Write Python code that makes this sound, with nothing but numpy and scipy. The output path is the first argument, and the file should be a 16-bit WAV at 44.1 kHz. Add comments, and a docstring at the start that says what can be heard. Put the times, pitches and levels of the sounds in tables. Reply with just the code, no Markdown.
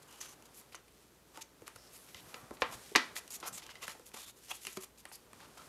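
"""Hands fold and crease a strip of cardstock with a bone folder on a wooden table in a small quiet room.
Short gritty strokes (band-filtered friction noise, some with a singing resonance) and ticks of card edges
(filtered contact bursts) open the scene; the folder knocks the table near 2.6 s and, in two quick blows, just
before 3 s, ringing its modes. Strokes and ticks then go on, close together until about 5 s and sparser after.
Soft table thumps, a patchy murmur of hands, a faint hiss and a low wavering hum lie below."""
import sys
import numpy as np
from scipy import signal
from scipy.fft import rfft, irfft
from scipy.io import wavfile

SR = 44100
rng = np.random.default_rng(int(sys.argv[2]) if len(sys.argv) > 2 else 0)


def int16_out(signal):
    """Quantize to a 16-bit WAV file."""
    q = np.round(np.clip(np.atleast_2d(signal).T, -1, 1) * 32767)
    wavfile.write(sys.argv[1], SR, q.astype(np.int16))


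def how_loud(loudness_db):
    """Turn decibels into a plain amplitude multiplier (0 dB gives 1, 20 dB gives 10)."""
    steps = np.asarray(loudness_db, float) / 20
    return 10 ** steps


N = 250664


def rms_one(x):
    """Normalization: equal mean power, so that a later gain sets the rms level."""
    return x / np.sqrt(np.mean(x ** 2) + 1e-20)


def band(x, low_hz, high_hz):
    """Band limitation: a Butterworth band-pass."""
    sos = signal.butter(2, [low_hz, min(high_hz, 0.45 * SR)], "band", fs=SR, output="sos")
    return signal.sosfilt(sos, x)


def resonance(x, hz, width_hz):
    """Forced resonance: two poles pass a band around hz, with gain 1 at its peak."""
    r = np.exp(-np.pi * width_hz / SR)
    poles = [1, -2 * r * np.cos(2 * np.pi * hz / SR), r * r]
    return signal.lfilter([(1 - r * r) / 2, 0, (r * r - 1) / 2], poles, x)


def ring(clicks, hz, t60):
    """Free damped vibration: a unit click starts a sine of height 1 that falls 60 dB in t60 seconds."""
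    r = how_loud(-60 / (t60 * SR))
    w = 2 * np.pi * hz / SR
    return signal.lfilter([0, np.sin(w)], [1, -2 * r * np.cos(w), r * r], clicks + 1e-18)


def drift(rate_hz):
    """Random modulation: low-passed noise of rms 1, the faster the higher rate_hz."""
    r = np.exp(-2 * np.pi * rate_hz / SR)
    settled = signal.lfilter([1], [1, -2 * r, r * r], rng.standard_normal(N + SR))[SR:]
    return rms_one(settled)


def grit(per_s, spread_db, smooth):
    """Friction: dense fibre snaps of uneven size over smooth rubbing noise."""
    snaps = rng.random(N) < per_s / SR
    sizes = how_loud(spread_db * np.minimum(rng.exponential(1, N), 4))
    signs = rng.choice([-1, 1], N)
    return rms_one(snaps * sizes * signs) + smooth * rng.standard_normal(N)


def slides(edge_ms=11.0, release_ms=13.0, flutter_db=2.0):
    """Sliding friction: each stroke switches rubbing noise on; a light skim is brighter than a dull drag."""
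    # strokes: start t/s, end t/s, level/dB, tilt/(dB per octave), table-top rumble level/dB
    strokes = [(0.023,.034,-61.5,-0.5,-78),(0.075,0.114,-69,2,-75),(0.109,0.141,-60.5,-1.5,-64),(0.143,0.217,-66,-1,-70),(0.208,0.225,-53,-2,-71),(.223,0.275,-56.5,-2,-62.5),(0.282,0.341,-61,-0.5,-65),(0.453,0.468,-61.5,-1.5,-73),(0.538,0.608,-61.5,2.5,-77),(.721,0.742,-64,-4.5,-68),(0.75,0.752,-49,-2.5,-65),
               (1.341,1.399,-63.5,-2.5,-61),(1.411,1.426,-50.5,-3.5,-63),(1.666,1.68,-57,-3,-64),(1.76,1.763,-53,-2,-56),(1.928,1.971,-60.5,2,-68),(2.081,2.114,-64.5,-4,-75),(2.154,2.211,-63,-6.5,-84),(2.254,2.332,-68,-4,-64.5),(2.333,2.451,-71.5,0,-60.5),(2.533,2.558,-64.5,3,-68),(2.605,2.634,-59.5,0,-73),(2.713,2.754,-54,-0.8,-55),
               (3.156,3.193,-48,0,-57),(3.305,3.367,-50,2,-67.5),(3.407,3.408,-51,-2,-74),(3.432,3.466,-57.5,-8,-50.5),(3.464,3.494,-47,2,-49),(3.529,3.581,-54.5,0.5,-69),(3.577,3.587,-45.5,-1.5,-54),(3.591,3.609,-58,-6,-63),(3.622,3.644,-57.5,-6,-64),(3.648,3.68,-66,-4,-61),(3.691,3.721,-60.5,-7,-64),(3.752,3.774,-68.5,-12,-72),(3.816,3.856,-53,-2.5,-54),(3.866,3.934,-55.5,-2.5,-60),
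               (4.058,4.095,-61,2.5,-90),(4.138,4.154,-53.5,-2,-62),(4.161,4.191,-53,-1.5,-54),(4.19,4.251,-54.5,-0.5,-65),(4.261,4.311,-57.5,1,-66),(4.364,4.398,-66.5,2.5,-74),(4.435,4.462,-60.5,2,-73),(4.483,4.522,-56,-2,-63.5),(4.506,4.521,-53.5,2,-48),(4.537,4.57,-55,3.5,-81),(4.612,4.682,-56.5,1.5,-91),(4.681,4.778,-57.5,1,-74),(4.771,4.776,-55.5,-8,-45.5),(4.807,4.849,-54.5,1.5,-66),(4.978,5.012,-61.5,0.5,-79),
               (5.123,5.164,-56,4,-91),(5.398,5.461,-68,-8,-61),(5.575,5.583,-55,-4,-54),(5.592,5.626,-69,-9.5,-61)]
    # bands of card, paper fibres, skin: low f/Hz, high f/Hz, level at no tilt/dB
    slide_bands = [(2000, 4800, -3), (5050, 8050, -1.27), (9000, 13060, -2.5)]
    # resonances of the stiff strip: f/Hz, width/Hz, added level/dB
    card_modes = [(1200, 790, 0.5), (2900, 1400, -22), (6750, 1400, 6)]
    # the table top under a slide: low f/Hz, high f/Hz
    table_band_hz = (445, 1360)
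    tilt_pivot_hz = 6300
    t, out = np.arange(N) / SR, np.zeros(N)
    friction = grit(per_s=2600, spread_db=2.5, smooth=0.69) * how_loud(flutter_db * drift(78))
    friction = friction + sum(how_loud(db) * resonance(friction, hz, width) for hz, width, db in card_modes)

    _, _, level_db, tilt_db, table_db = np.transpose(strokes)
    layers = [(*table_band_hz, table_db)]
    for low_hz, high_hz, db in slide_bands:
        octaves = np.log2(np.sqrt(low_hz * high_hz) / tilt_pivot_hz)
        layers.append((low_hz, high_hz, level_db + db + tilt_db * octaves))

    for low_hz, high_hz, levels_db in layers:
        gain = np.zeros(N)
        for (start, end, *_), db in zip(strokes, levels_db):
            i, j = max(int((start - 0.02) * SR), 0), int((end + 0.02) * SR)
            inside = np.minimum((t[i:j] - start) / edge_ms, (end - t[i:j]) / release_ms) * 1000
            gain[i:j] += how_loud(db) * np.clip(inside + 0.5, 0, 1)
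        rubbing = band(band(friction, 0.89 * low_hz, 1.32 * high_hz), low_hz, high_hz)
        out += gain * rms_one(rubbing)
    return out


def singing(edge_ms=14.0):
    """Friction-driven resonance: rubbing noise excites one band of the bent strip, swelling in and out."""
    # sung bands: start t/s, end t/s, f/Hz, level/dB
    sung = [(0.078,0.298,2900,-69),(.207,0.219,6200,-43),(0.216,0.332,6100,-61.5),(0.563,.603,11500,-60),(.75,0.763,6200,-52.5),(1.418,1.428,6500,-46.5),(1.778,1.892,5200,-66.5),(1.924,2.054,10700,-65),(2.06,2.412,11500,-69),(2.164,2.205,3100,-63),(3.305,3.374,6850,-54),(3.423,3.51,1330,-57.5),(3.529,3.573,7600,-50.5),(3.62,3.782,2900,-66.5),(3.813,3.848,2740,-55),(3.882,3.928,1980,-67),(4.165,4.308,3600,-61.5),(4.51,4.519,2670,-38),(4.508,4.519,3190,-37.5),(4.482,4.556,2900,-59),(4.495,4.522,5940,-52),(4.674,4.678,2300,-47),(5.083,5.11,9000,-63),(5.123,5.162,4800,-58.5),(5.594,5.623,1300,-58)]
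    t, rub = np.arange(N) / SR, grit(per_s=6600, spread_db=14.0, smooth=1.0)
    out = np.zeros(N)
    for start, end, hz, db in sung:
        i, j = int((start - 0.03) * SR), int((end + 0.03) * SR)
        edge_s = min(edge_ms / 1000, 0.5 * (end - start))
        inside = np.minimum(t[i:j] - start, end - t[i:j]) / edge_s
        width_hz = 0.11 * hz * (hz / 3000) ** 0.55   # relative width grows with pitch
        tone = resonance(resonance(rub[i:j], hz, width_hz), hz, 2 * width_hz)
        out[i:j] += how_loud(db) * np.clip(inside + 0.5, 0, 1) * rms_one(tone)
    return out


def tick_colour(contact, hz):
    """Resonant filtering: the card's own note over a broad skirt, and the bright crack."""
    card = 0.86 * resonance(contact, hz, 3.1 * hz) + 1.06 * resonance(contact, hz, 0.23 * hz)
    return band(card, 340, 2.54 * hz), band(contact, 4360, 10640)


def modes(table, at, level_db, reach_hz, scatter_db, damping):
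    """Modal superposition: each blow strikes all modes by chance strengths, weakly those above reach_hz."""
    out, chance = np.zeros(N), rng.normal(0, 1, (len(at), len(table)))
    for k, (hz, mode_db, t60) in enumerate(table):
        reached = (-1) ** k / (1 + (hz / reach_hz) ** 4)
        clicks = np.zeros(N)
        clicks[at] = how_loud(level_db + mode_db + scatter_db * chance[:, k]) * reached
        out += ring(clicks, hz, t60 * damping)
    return out


def ticks(size=1500):
    """Impact: a brief ragged contact sounds card and crack, modes ring on; returns near sound and wall feed."""
    # card edges and nails: t/s, card peak level/dB, card f/Hz, crack peak level/dB, table knock level/dB
    card_ticks = [(.212,-39,1380,-35,-72),(.424,-47,3000,-42.5,-79),(0.456,-53,2000,-43,-72),(.613,-48,2550,-44,-68),(.724,-48,2520,-47.5,-74),(.746,-34.5,1390,-41,-62),(.753,-41,2920,-40,-71),(.881,-48,2560,-49,-81),(1.357,-45,1330,-56,-74),(1.374,-37,1400,-33,-52),(1.418,-43,3830,-51,-83),(1.62,-47,520,-47.5,-50.5),(1.679,-33,1490,-29.5,-62.5),(1.761,-43.5,1430,-37,-63),(2.146,-35.5,3000,-51.5,-61),(2.343,-31,2330,-62,-53),(2.509,-46,775,-42,-39),(2.57,-43,1800,-58,-80),(2.9178,-57,600,-63,-50.5),
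                  (3.139,-60,600,-60,-63),(3.165,-27,2030,-32.5,-65),(3.278,-38.5,3020,-36.5,-71),(3.306,-52,4840,-35.5,-74),(3.402,-41,4000,-36,-79),(3.428,-39,1200,-56,-47),(3.53,-39,3800,-45,-72),(3.621,-45,2900,-52,-62),(3.665,-37,2900,-41,-72),(3.692,-40.5,1510,-57,-80),(3.755,-43,2920,-50,-63),(3.829,-35,2740,-44,-59),(3.88,-27.5,1720,-27,-52.5),(3.919,-37,2530,-50,-71),(3.951,-46,795,-51,-54),(3.996,-55,790,-45,-55),
                  (4.117,-48,2550,-61,-76),(4.141,-47,930,-43,-47.5),(4.51,-49,925,-41,-53.5),(4.5117,-36,2740,-43,-72),(4.5157,-34.5,3200,-40,-66),(4.651,-31.5,3000,-38,-82),(4.669,-27,2660,-26.5,-57),(4.699,-45,2590,-47,-87),(4.772,-33,1280,-27.5,-69),(4.835,-43,1310,-34,-77),(4.976,-50,4420,-73.5,-73),(5.054,-36,1200,-33,-59.5),(5.116,-41.5,966,-51,-62),(5.332,-44,1000,-40.5,-67),(5.404,-45,1340,-44,-67),(5.573,-46,900,-58,-68)]
    # the folder on the table top: the same five columns, then contact decay time/ms
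    folder_knocks = [(2.62,-15.5,1167,-54,-33,4.2),(2.952,-15,1200,-30,-28.5,4),(2.9591,-5.5,2220,-17,-28.5,4.8)]
    # table top modes: f/Hz, relative level/dB, t60 before the damping factor/s
    table_modes = [(181, -19, 0.049), (258, -9.5, 0.094), (332, -5.5, 0.083), (404, -0.5, 0.057),
                   (506, 1, 0.083), (600, -5.5, 0.05), (590, -8.5, 0.032), (743, -11.5, 0.15),
                   (893, -2.5, 0.15), (1040, 1.5, 0.055), (1220, 0.5, 0.052), (1320, 7.5, 0.045),
                   (2040, 10.5, 0.054)]
    # modes of the air pocket in the folded strip: f/Hz, relative level/dB, t60 before the damping factor/s
    pocket_modes = [(377, 0, .17), (450, -6, .04), (620, -5, .045), (199, -5, .066)]
    # taps on the pocket: t/s, level before the mode levels/dB
    pocket_taps = [(4.669, -51), (4.772, -38)]
    tick_contact_ms = 2.25
    near, far, t = np.zeros(N + size), np.zeros(N + size), np.arange(size) / SR
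    blows = [(*row, tick_contact_ms) for row in card_ticks] + folder_knocks
    noise = rng.standard_normal((len(blows), size))
    noise[:, 0] = 4.35   # the first touch is the hardest
    for (s, peak_db, hz, crack_db, _, contact_ms), draw in zip(blows, noise):
        contact = draw * np.exp(-t * 1000 / contact_ms)
        card, crack = tick_colour(contact, hz)
        card = how_loud(peak_db) * card / abs(card).max()
        crack = crack * np.exp(-t * 400)
        crack = how_loud(crack_db) * crack / abs(crack).max()
        # all directions together: the same energy, an even colour
        even_card, even_crack = tick_colour(1.0 * (t == 0), hz)
        i = round(s * SR)
        near[i:i + size] += card + crack
        far[i:i + size] += rms_one(even_card) * card.std() + rms_one(even_crack) * crack.std()

    rows, taps = np.array(blows), np.array(pocket_taps)
    blow_at = np.round(rows[:, 0] * SR).astype(int)
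    tap_at = np.round(taps[:, 0] * SR).astype(int)
    wood = modes(table_modes, blow_at, rows[:, 4], reach_hz=rows[:, 2], scatter_db=4.5, damping=0.73)
    pocket = modes(pocket_modes, tap_at, taps[:, 1], reach_hz=3000, scatter_db=1.2, damping=1.1)
    return near[:N] + wood + pocket, far[:N] + wood + 0.31 * pocket


def thumps(cycles=3.8):
    """Damped oscillation: a soft push makes the whole table sway for a few cycles."""
    # weight landing on the table: t/s, peak level/dB, f/Hz
    landings = [(1.619, -58, 111), (1.757, -57.5, 94), (2.147, -57, 81.5), (2.273, -55, 158),
                (2.431, -51.5, 130), (2.51, -60, 55), (2.619, -53.5, 65), (2.715, -63, 45),
                (2.954, -58, 100), (3.43, -75, 150), (3.879, -52, 170), (4.772, -58, 109)]
    out, t = np.zeros(N + SR), np.arange(SR // 4) / SR
    for s, peak_db, hz in landings:
        swell = t * hz * np.exp(-t * hz * 7 / cycles)
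        sway = swell * np.sin(2 * np.pi * hz * t)
        i = round(s * SR)
        out[i:i + len(t)] += how_loud(peak_db) * sway / abs(sway).max()
    return out[:N]


def hands():
    """Contact noise: palms and sleeves rub the wood, as three noise bands of slowly changing level."""
    # hands resting and shifting: t/s, mean murmur level/dB, mean dry hiss level/dB
    contacts = [(0,-64,-67.5),(.62,-66,-66),(.81,-73,-72),(1.68,-70.5,-68),(1.88,-66,-62),(2.06,-67,-62.5),(2.26,-63,-64.5),(2.53,-62,-64),(2.7,-58,-62.5),(3.01,-67.5,-62.5),(3.11,-57,-64),(3.26,-64.5,-62.5),(3.51,-61,-71),(3.95,-68.5,-63),(4.26,-70.5,-76),(4.49,-77,-58.5),(4.7,-70,-59),(4.82,-72.5,-71.5),(5.16,-71,-68.5),(5.38,-66,-68.5),(5.68,-60,-64.5)]
    s, *levels = np.transpose(contacts)
    low_db, high_db = [np.interp(np.arange(N) / SR, s, level) for level in levels]
    rumble = rms_one(band(rng.standard_normal(N), 70, 250))
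    rumble = rumble * how_loud(low_db - 7.5 + 4.0 * drift(10))   # the deep rumble follows the murmur
    murmur = rms_one(band(rng.standard_normal(N), 220, 1390)) * how_loud(low_db + 0.81 * drift(35))
    dry_rub = grit(per_s=2700, spread_db=3.0, smooth=1.1)
    hiss = rms_one(band(dry_rub, 1630, 10800)) * how_loud(high_db + 1.9 * drift(3.3))
    return rumble + murmur + hiss


def room(x, gap_ms=6.3):
    """Reverberation: convolution with dense noise after a short gap, each band decaying at its own rate."""
    # bands of the reverberant tail: f/Hz, t60/s, level/dB
    tail_bands = [(267, 0.24, -2.5), (600, 0.11, -7), (1400, 0.33, -3.5), (3280, 0.17, -5),
                  (7100, 0.35, -7.5), (12100, 0.19, -19)]
    t = np.arange(SR // 2) / SR
    tail = 0
    for hz, t60, db in tail_bands:
        part = band(rng.standard_normal(len(t)), hz / 2.27, hz * 1.84)
        part = part * how_loud(-60 * t / t60) * (t > gap_ms / 1000)
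        share = np.sqrt(hz * (1.5 - 1 / 1.095) * 2 / SR)   # amplitude weight, growing with the band's pitch
        tail = tail + how_loud(db) * share * part / np.sqrt(np.sum(part ** 2))
    return signal.fftconvolve(x, tail)[:N]


def coloured(spectrum):
    """Spectral shaping: steady noise of rms 1, its spectrum interpolated over log frequency."""
    hz = np.maximum(np.arange(N // 2 + 1) * SR / N, 1)
    points = np.array(spectrum)
    level_db = np.interp(np.log(hz), np.log(points[:, 0]), points[:, 1])
    return rms_one(irfft(rfft(rng.standard_normal(N)) * how_loud(level_db), N))


def background():
    """Stationary noise and amplitude modulation: room and microphone hiss, and a hum wavering in level."""
    # hum partials: f/Hz, peak level before wavering/dB
    hum_partials = [(58, -73.5), (120, -82)]
    # hiss spectrum: f/Hz, relative spectral density level/dB
    hiss_spectrum = [(20, -32), (35, -3.5), (60, -11), (100, -5.5), (150, -3.5), (300, -3), (450, -1.5),
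                     (750, -14.5), (1600, -17), (4000, -22), (9000, -39), (13000, -20), (16000, -28)]
    t = np.arange(N) / SR
    hum = sum(how_loud(db + 1.5 * drift(9.6)) * np.sin(2 * np.pi * hz * t) for hz, db in hum_partials)
    return how_loud(-67.5) * coloured(hiss_spectrum) + hum


def scene():
    """Linear superposition: everything on the table, its reflections, and the quiet room."""
    near, far = ticks()
    rubs = slides() + singing()
    reflections = room(far + 0.57 * rubs)
    return (near + rubs + reflections + thumps() + hands() + background())[None]


def top_cut(x):
    """Nothing passes above the cut-off."""
    return signal.sosfilt(signal.butter(12, 16060, fs=SR, output="sos"), x)


def record(dry):
    """Transducer response: a small microphone lifts the treble and loses the deepest bass; the top is cut."""
    # presence bump: f/Hz, width/Hz, added level/dB
    presence = [(11500, 790, -9.5)]
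    bright = dry + sum(how_loud(db) * resonance(dry, hz, width) for hz, width, db in presence)
    bright = signal.sosfilt(signal.butter(2, 30, "high", fs=SR, output="sos"), bright)
    finished = signal.sosfilt(signal.cheby2(10, 50, 16500, fs=SR, output="sos"), bright)
    return top_cut(finished)


dry = scene()
out = record(dry)
int16_out(out)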